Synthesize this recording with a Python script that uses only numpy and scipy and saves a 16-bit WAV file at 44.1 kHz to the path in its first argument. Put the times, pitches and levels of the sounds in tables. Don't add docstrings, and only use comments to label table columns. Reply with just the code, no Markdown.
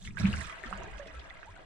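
import sys
import numpy as np
from scipy import signal
from scipy.fft import rfft, irfft, next_fast_len
from scipy.io import wavfile
from scipy.ndimage import map_coordinates

SR = 44100
rng = np.random.default_rng(int(sys.argv[2]) if len(sys.argv) > 2 else 0)


def master(y):
    cut = np.clip(np.atleast_2d(y).T, -1, 1)
    pcm = np.round(cut * 32767)
    wavfile.write(sys.argv[1], SR, pcm.astype(np.int16))


N = 72765

HULL_ECHO_DB, HULL_T60_S = -3, 0.069
PORT_LAG_MS = 0.063


def amp(db):
    return 10 ** (np.asarray(db) / 20)


def unit(x):
    return x / np.sqrt(np.mean(x ** 2) + 1e-20)


def curves(rows):
    times_s, *columns = np.transpose(rows)
    return [np.interp(np.arange(N) / SR, times_s, column) for column in columns]


def filtered(x, response):
    size = next_fast_len(N + 8192)
    spectrum = rfft(x, size) * response(np.fft.rfftfreq(size, 1 / SR))
    return irfft(spectrum, size)[..., :N]


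def coloured(x, points):
    points_hz, points_db = np.transpose(points)

    def response(hz):
        return amp(np.interp(np.log(hz + 1), np.log(points_hz), points_db, right=-120))

    return unit(filtered(x, response))


def lagged(x, lag_ms):
    return filtered(x, lambda hz: np.exp(-2j * np.pi * hz * lag_ms / 1000))


def sides(pan_db):
    return amp(np.array([np.minimum(pan_db, 0), np.minimum(-pan_db, 0)])).reshape(2, -1)


def noise(alike):
    turn = np.arccos(np.clip(alike, -1, 1)) / 2
    a, b = rng.standard_normal((2, N))
    mid, side = np.cos(turn) * a, np.sin(turn) * b
    return np.array([mid + side, mid - side])


def swell(t_s, rise_ms, decay_ms):
    rising = np.abs(t_s / rise_ms * 1000) ** 1.5
    falling = t_s / decay_ms * 1000
    return np.exp(-np.where(t_s < 0, rising, falling))


def ping(peak_s, hz, rise_ms, decay_ms, glide_per_s=0):
    t_s = np.arange(N) / SR - peak_s
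    turns = hz * t_s * (1 + glide_per_s * t_s / 2)
    return swell(t_s, rise_ms, decay_ms) * np.cos(2 * np.pi * turns)


def hull_echo(x):
    t_s = np.arange(SR // 8) / SR
    tail = rng.standard_normal((2, len(t_s))) * amp(-60 * t_s / HULL_T60_S) * (t_s > .002)
    tail = tail / np.linalg.norm(tail[0])
    return amp(HULL_ECHO_DB) * signal.fftconvolve(x[None], tail, axes=1)[:, :N]


def swarm(rate, low_hz, high_hz, cycles, spread_db, width_db):
    count = int(rate * N / SR)
    when, pitch, size, where, life, phase = rng.random((count, 6)).T[:, :, None]
    hz = low_hz * (high_hz / low_hz) ** pitch
    k = np.arange(min(int(4.5 * SR * cycles / low_hz), 2400))
    turns = hz * k / SR
    age = turns / (cycles * (.5 + life))
    shape = np.exp(-age) * (1 - np.exp(-turns))
    shape = shape * amp(-spread_db * size) * np.sqrt(hz / high_hz)
    pan_db = width_db * (2 * where - 1)
    at = ((when * N).astype(int) + k).ravel()
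    pair = []
    for gain, way in zip(sides(pan_db[:, 0]), (1, -1)):
        tones = gain[:, None] * shape * np.sin(2 * np.pi * (turns + phase) + way * pan_db / 10)
        pair.append(np.bincount(at, tones.ravel(), N)[:N])
    pair = np.array(pair)
    return unit(pair + hull_echo(pair.mean(axis=0)))


# time in seconds, level in dB before trim.
RUMBLE_LEVEL = [(0, -56.5), (.08, -39), (.18, -47.5), (.22, -27), (.41, -38), (.50, -54.5), (.61, -63),
                (.68, -49.5), (.82, -48), (.97, -56.5), (1.28, -60), (1.65, -60.5)]
# frequency in Hz, relative density in dB per Hz.
BOOM_COLOUR = [(35, -19.5), (75, -0.5), (105, -6), (130, -2.5), (155, -10), (195, -3), (250, -21),
               (500, -28.5)]
HEAVE_SPECTRUM = [(15, 3.5), (42, 4), (65, 1), (110, -33)]
BOOM_TRIM_DB, HEAVE_TRIM_DB, HEAVE_MAX_DB = -3, 3.5, -48


def rumble():
    level_db, = curves(RUMBLE_LEVEL)
    boom = amp(level_db + BOOM_TRIM_DB) * coloured(noise(alike=0.58), BOOM_COLOUR)
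    heave_db = np.minimum(level_db + HEAVE_TRIM_DB, HEAVE_MAX_DB)
    return boom + amp(heave_db) * coloured(noise(alike=0.17), HEAVE_SPECTRUM)


# time in seconds, level in dB before trim.
GURGLE_LEVEL = [(0, -70), (.155, -75), (.20, -50.5), (.46, -60), (.61, -57.5), (.71, -55), (.85, -50),
                (.97, -59), (1.07, -55.5), (1.28, -59.5), (1.56, -63), (1.61, -59)]
# frequency in Hz, relative density in dB per Hz.
GURGLE_SPECTRUM = [(120, 3.5), (270, -7), (380, -4), (480, -5), (620, 3), (850, -2), (1400, 1.5)]
GURGLE_TRIM_DB = 2.5


def gurgle():
    level_db, = curves(GURGLE_LEVEL)
    bubbles = swarm(rate=900, low_hz=277.5, high_hz=1039, cycles=2.64, spread_db=9.5, width_db=10.5)
    eddies = bubbles + noise(alike=0.1)
    return amp(level_db + GURGLE_TRIM_DB) * coloured(eddies, GURGLE_SPECTRUM)


# time in seconds, level in dB before trim.
SPRAY_LEVEL = [(0, -65), (.062, -55.5), (.10, -68.5), (.155, -74), (.195, -47.5), (.235, -57.5),
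               (.44, -53.5), (.56, -66), (.67, -65), (.84, -70), (1.2, -71), (1.65, -75)]
# frequency in Hz, relative density in dB per Hz.
SPRAY_SPECTRUM = [(1500, -30), (3200, -5), (5000, -9.5), (8200, -7.5), (10000, -18), (12500, -27),
                  (15000, -36)]
SPRAY_TRIM_DB = 4.5


def spray():
    level_db, = curves(SPRAY_LEVEL)
    droplets = swarm(rate=1200, low_hz=3174, high_hz=10270, cycles=2.4, spread_db=49, width_db=6)
    mist = droplets + amp(-1.5) * noise(alike=0.5)
    left, right = coloured(mist, SPRAY_SPECTRUM)
    pair = np.array([lagged(left, PORT_LAG_MS), right])
    return amp(level_db + SPRAY_TRIM_DB) * unit(sides(pan_db=-3.5)) * pair


# time in seconds, level in dB before trim,
# left minus right in dB before halving.
CHURN_LEVEL_PAN = [(0.0, -72, -26), (0.07, -66.5, -3), (0.125, -77.5, 1), (0.16, -65, -20),
                   (0.18, -50, -31), (0.275, -43, 7), (0.312, -55, 0), (0.42, -47.5, -17),
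                   (0.62, -54.5, 12.5), (0.702, -52, -8), (1.12, -59, -11), (1.18, -60.5, 3),
                   (1.488, -63.5, -3.5), (1.566, -65, 6), (1.65, -65, -2)]
# frequency in Hz, relative density in dB per Hz.
CHURN_SPECTRUM = [(400, -8.5), (800, -14.5), (1200, -3.5), (1700, 0), (2600, -6), (3600, -13.5),
                  (5000, -26), (9000, -46)]
CHURN_TRIM_DB = 6
RUSH_DB, RUSH_DB_PER_CHURN_DB = -1.5, 0.37


def churn():
    level_db, pan_db = curves(CHURN_LEVEL_PAN)
    bubbles = swarm(rate=3000, low_hz=800, high_hz=5000, cycles=5.5, spread_db=26, width_db=22)
    rush = amp(RUSH_DB + RUSH_DB_PER_CHURN_DB * (level_db - level_db.mean()))
    water = (bubbles + rush * noise(alike=0)) / np.sqrt(1 + rush ** 2)
    return amp(level_db + CHURN_TRIM_DB) * unit(sides(.5 * pan_db)) * coloured(water, CHURN_SPECTRUM)


# peak in seconds, envelope level in dB, decay in ms.
SLAP_EVENTS = [(.052, -48, 14), (.268, -37, 10), (0.663, -48, 6), (0.739, -48.5, 8.1), (0.983, -48.5, 11.5),
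               (1.074, -47.5, 4.6), (1.152, -52.5, 8), (1.196, -53.5, 14), (1.448, -57.5, 8.4),
               (1.302, -50.5, 2.5), (1.564, -53, 3.8), (1.608, -58, 6)]
# frequency in Hz, relative density in dB per Hz.
SLAP_SPECTRUM = [(900, -17), (2000, -1.5), (3400, 2), (5000, -8.5), (8300, -15), (11000, -28)]
SLAP_RISE_MS, SLAP_PAN_DB = 3.6, -1.5


def slaps():
    t_s = np.arange(N) / SR
    shape = sum(amp(db) * swell(t_s - peak_s, SLAP_RISE_MS, decay_ms)
                for peak_s, db, decay_ms in SLAP_EVENTS)
    fizz = swarm(rate=4300, low_hz=1495, high_hz=9580, cycles=2.7, spread_db=33, width_db=29)
    return shape * sides(SLAP_PAN_DB) * coloured(fizz, SLAP_SPECTRUM)


WAVER_DEPTH, WAVER_PER_S = .3, 130


def waver():
    knots = rng.standard_normal(int(N * WAVER_PER_S / SR) + 4)
    flutter = map_coordinates(knots, [np.arange(N) * WAVER_PER_S / SR])
    return np.exp(WAVER_DEPTH * (flutter - WAVER_DEPTH))


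# peak in seconds, pitch at peak in Hz, level in dB before waver,
# left minus right in dB, rise in ms, decay in ms, relative glide per second.
BUBBLE_EVENTS = [(.641, 385, -46, 0, 6, 10, -4), (.662, 240, -43, 0, 6, 18, -2),
                 (.805, 378, -49, -2, 12, 22, 1), (.883, 425, -45, -3, 26, 11, 5),
                 (.999, 584, -37, -4, 3, 26, -1.5), (1.004, 1700, -42, -14, 6, 13, 15),
                 (1.107, 2080, -51, -4, 6, 13, -7), (1.155, 1320, -50, -2, 8, 12, 1),
                 (1.482, 905, -47, -2, 21, 16, 8)]
BUBBLE_ECHO_DB = -10


def singing_bubbles():
    tones = sum(sides(pan_db) * amp(db) * ping(peak_s, hz, rise_ms, decay_ms, glide_per_s)
                for peak_s, hz, db, pan_db, rise_ms, decay_ms, glide_per_s in BUBBLE_EVENTS)
    pair = waver() * tones
    return pair + amp(BUBBLE_ECHO_DB) * hull_echo(pair.mean(axis=0))


# peak in seconds, level in dB, pitch in Hz,
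# left minus right in dB.
DROP_EVENTS = [(.160, -44, 6800, -25), (0.202, -36, 4600, -20), (0.362, -33.5, 6400, -22),
               (0.429, -33, 7900, -30.5), (.706, -36.5, 7750, -15), (0.776, -36, 7040, -19),
               (0.835, -35, 6440, -30), (.992, -37, 6300, -23)]
DROP_RISE_MS, DROP_DECAY_MS = 0.17, 0.22


def drops():
    left, right = sum(sides(pan_db) * amp(db) * ping(peak_s, hz, DROP_RISE_MS, DROP_DECAY_MS)
                      for peak_s, db, hz, pan_db in DROP_EVENTS)
    direct = np.array([lagged(left, PORT_LAG_MS), right])
    return direct + hull_echo((left + right) / 2)


# peak in seconds, pitch in Hz, level in dB before trim,
# left minus right in dB, decay in ms.
PLOP_EVENTS = [(.0755, 2070, -25.5, -20, 0.8), (.108, 2350, -37, 8, 0.66), (0.1722, 1601, -20.5, -18, 2.3),
               (0.1846, 2320, -24, -19, 0.38), (.2558, 2410, -18, 13, 0.6), (.330, 2760, -23, 9.5, 1.46),
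               (0.3388, 1600, -19, 22, 0.4), (0.3413, 1486, -25.5, -29, 7), (0.371, 2100, -29, -4, 0.94),
               (0.4106, 1870, -23, -26, 1.05), (0.444, 1330, -31.5, -24, 2.5),
               (0.497, 1230, -28.5, -16, 3.5), (0.6382, 1860, -22.5, 10, 1.14), (.659, 1710, -41, -22, 1.8),
               (.712, 700, -29.5, -11, 3), (.728, 1230, -15, -14.5, 0.78), (1.063, 500, -33.5, -2.5, 1.4),
               (1.306, 2020, -29, -17, 1.4), (1.37, 2075, -41, 5, 3.2), (1.4316, 1530, -27.5, -25, 0.65),
               (1.564, 1490, -38, 8, 2.5), (1.593, 537, -38.5, -3, 1.3)]
PLOP_RISE_MS, PLOP_TRIM_DB = .7, -3


def plops():
    pair = np.zeros((2, N))
    for peak_s, hz, db, pan_db, decay_ms in PLOP_EVENTS:
        plop = amp(db + PLOP_TRIM_DB) * ping(peak_s, hz, PLOP_RISE_MS, decay_ms)
        pair += sides(pan_db) * plop + sides(pan_db / 2) * hull_echo(plop)
    return pair


# peak in seconds, pitch in Hz, level in dB, rise in ms, decay in ms.
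GULP_EVENTS = [(.208, 187, -24.5, 6.8, 13), (0.232, 99, -28, 3.2, 14), (0.255, 194.3, -14.5, 13.3, 11.3),
               (0.291, 203.7, -26, 7.3, 9), (0.263, 132.2, -33.5, 22, 34), (0.361, 77.4, -33.5, 32, 39),
               (0.377, 199, -46, 19, 21), (0.693, 47.4, -36.5, 8.2, 12), (0.74, 190, -41, 25, 22),
               (0.786, 45, -39, 17, 18), (0.973, 50.2, -42, 56, 20), (1.184, 62, -38, 39, 29),
               (1.512, 89, -46.5, 17, 14)]
GULP_PAN_DB = -2


def gulps():
    booms = sum(amp(db) * ping(peak_s, hz, rise_ms, decay_ms)
                for peak_s, hz, db, rise_ms, decay_ms in GULP_EVENTS)
    return sides(GULP_PAN_DB) * booms


def scene():
    background = rumble() + gurgle() + spray() + churn()
    return background + slaps() + singing_bubbles() + drops() + plops() + gulps()


TOP_HZ = 15100


def record(dry):
    return filtered(dry, lambda hz: hz < TOP_HZ)


dry = scene()
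out = record(dry)
master(out)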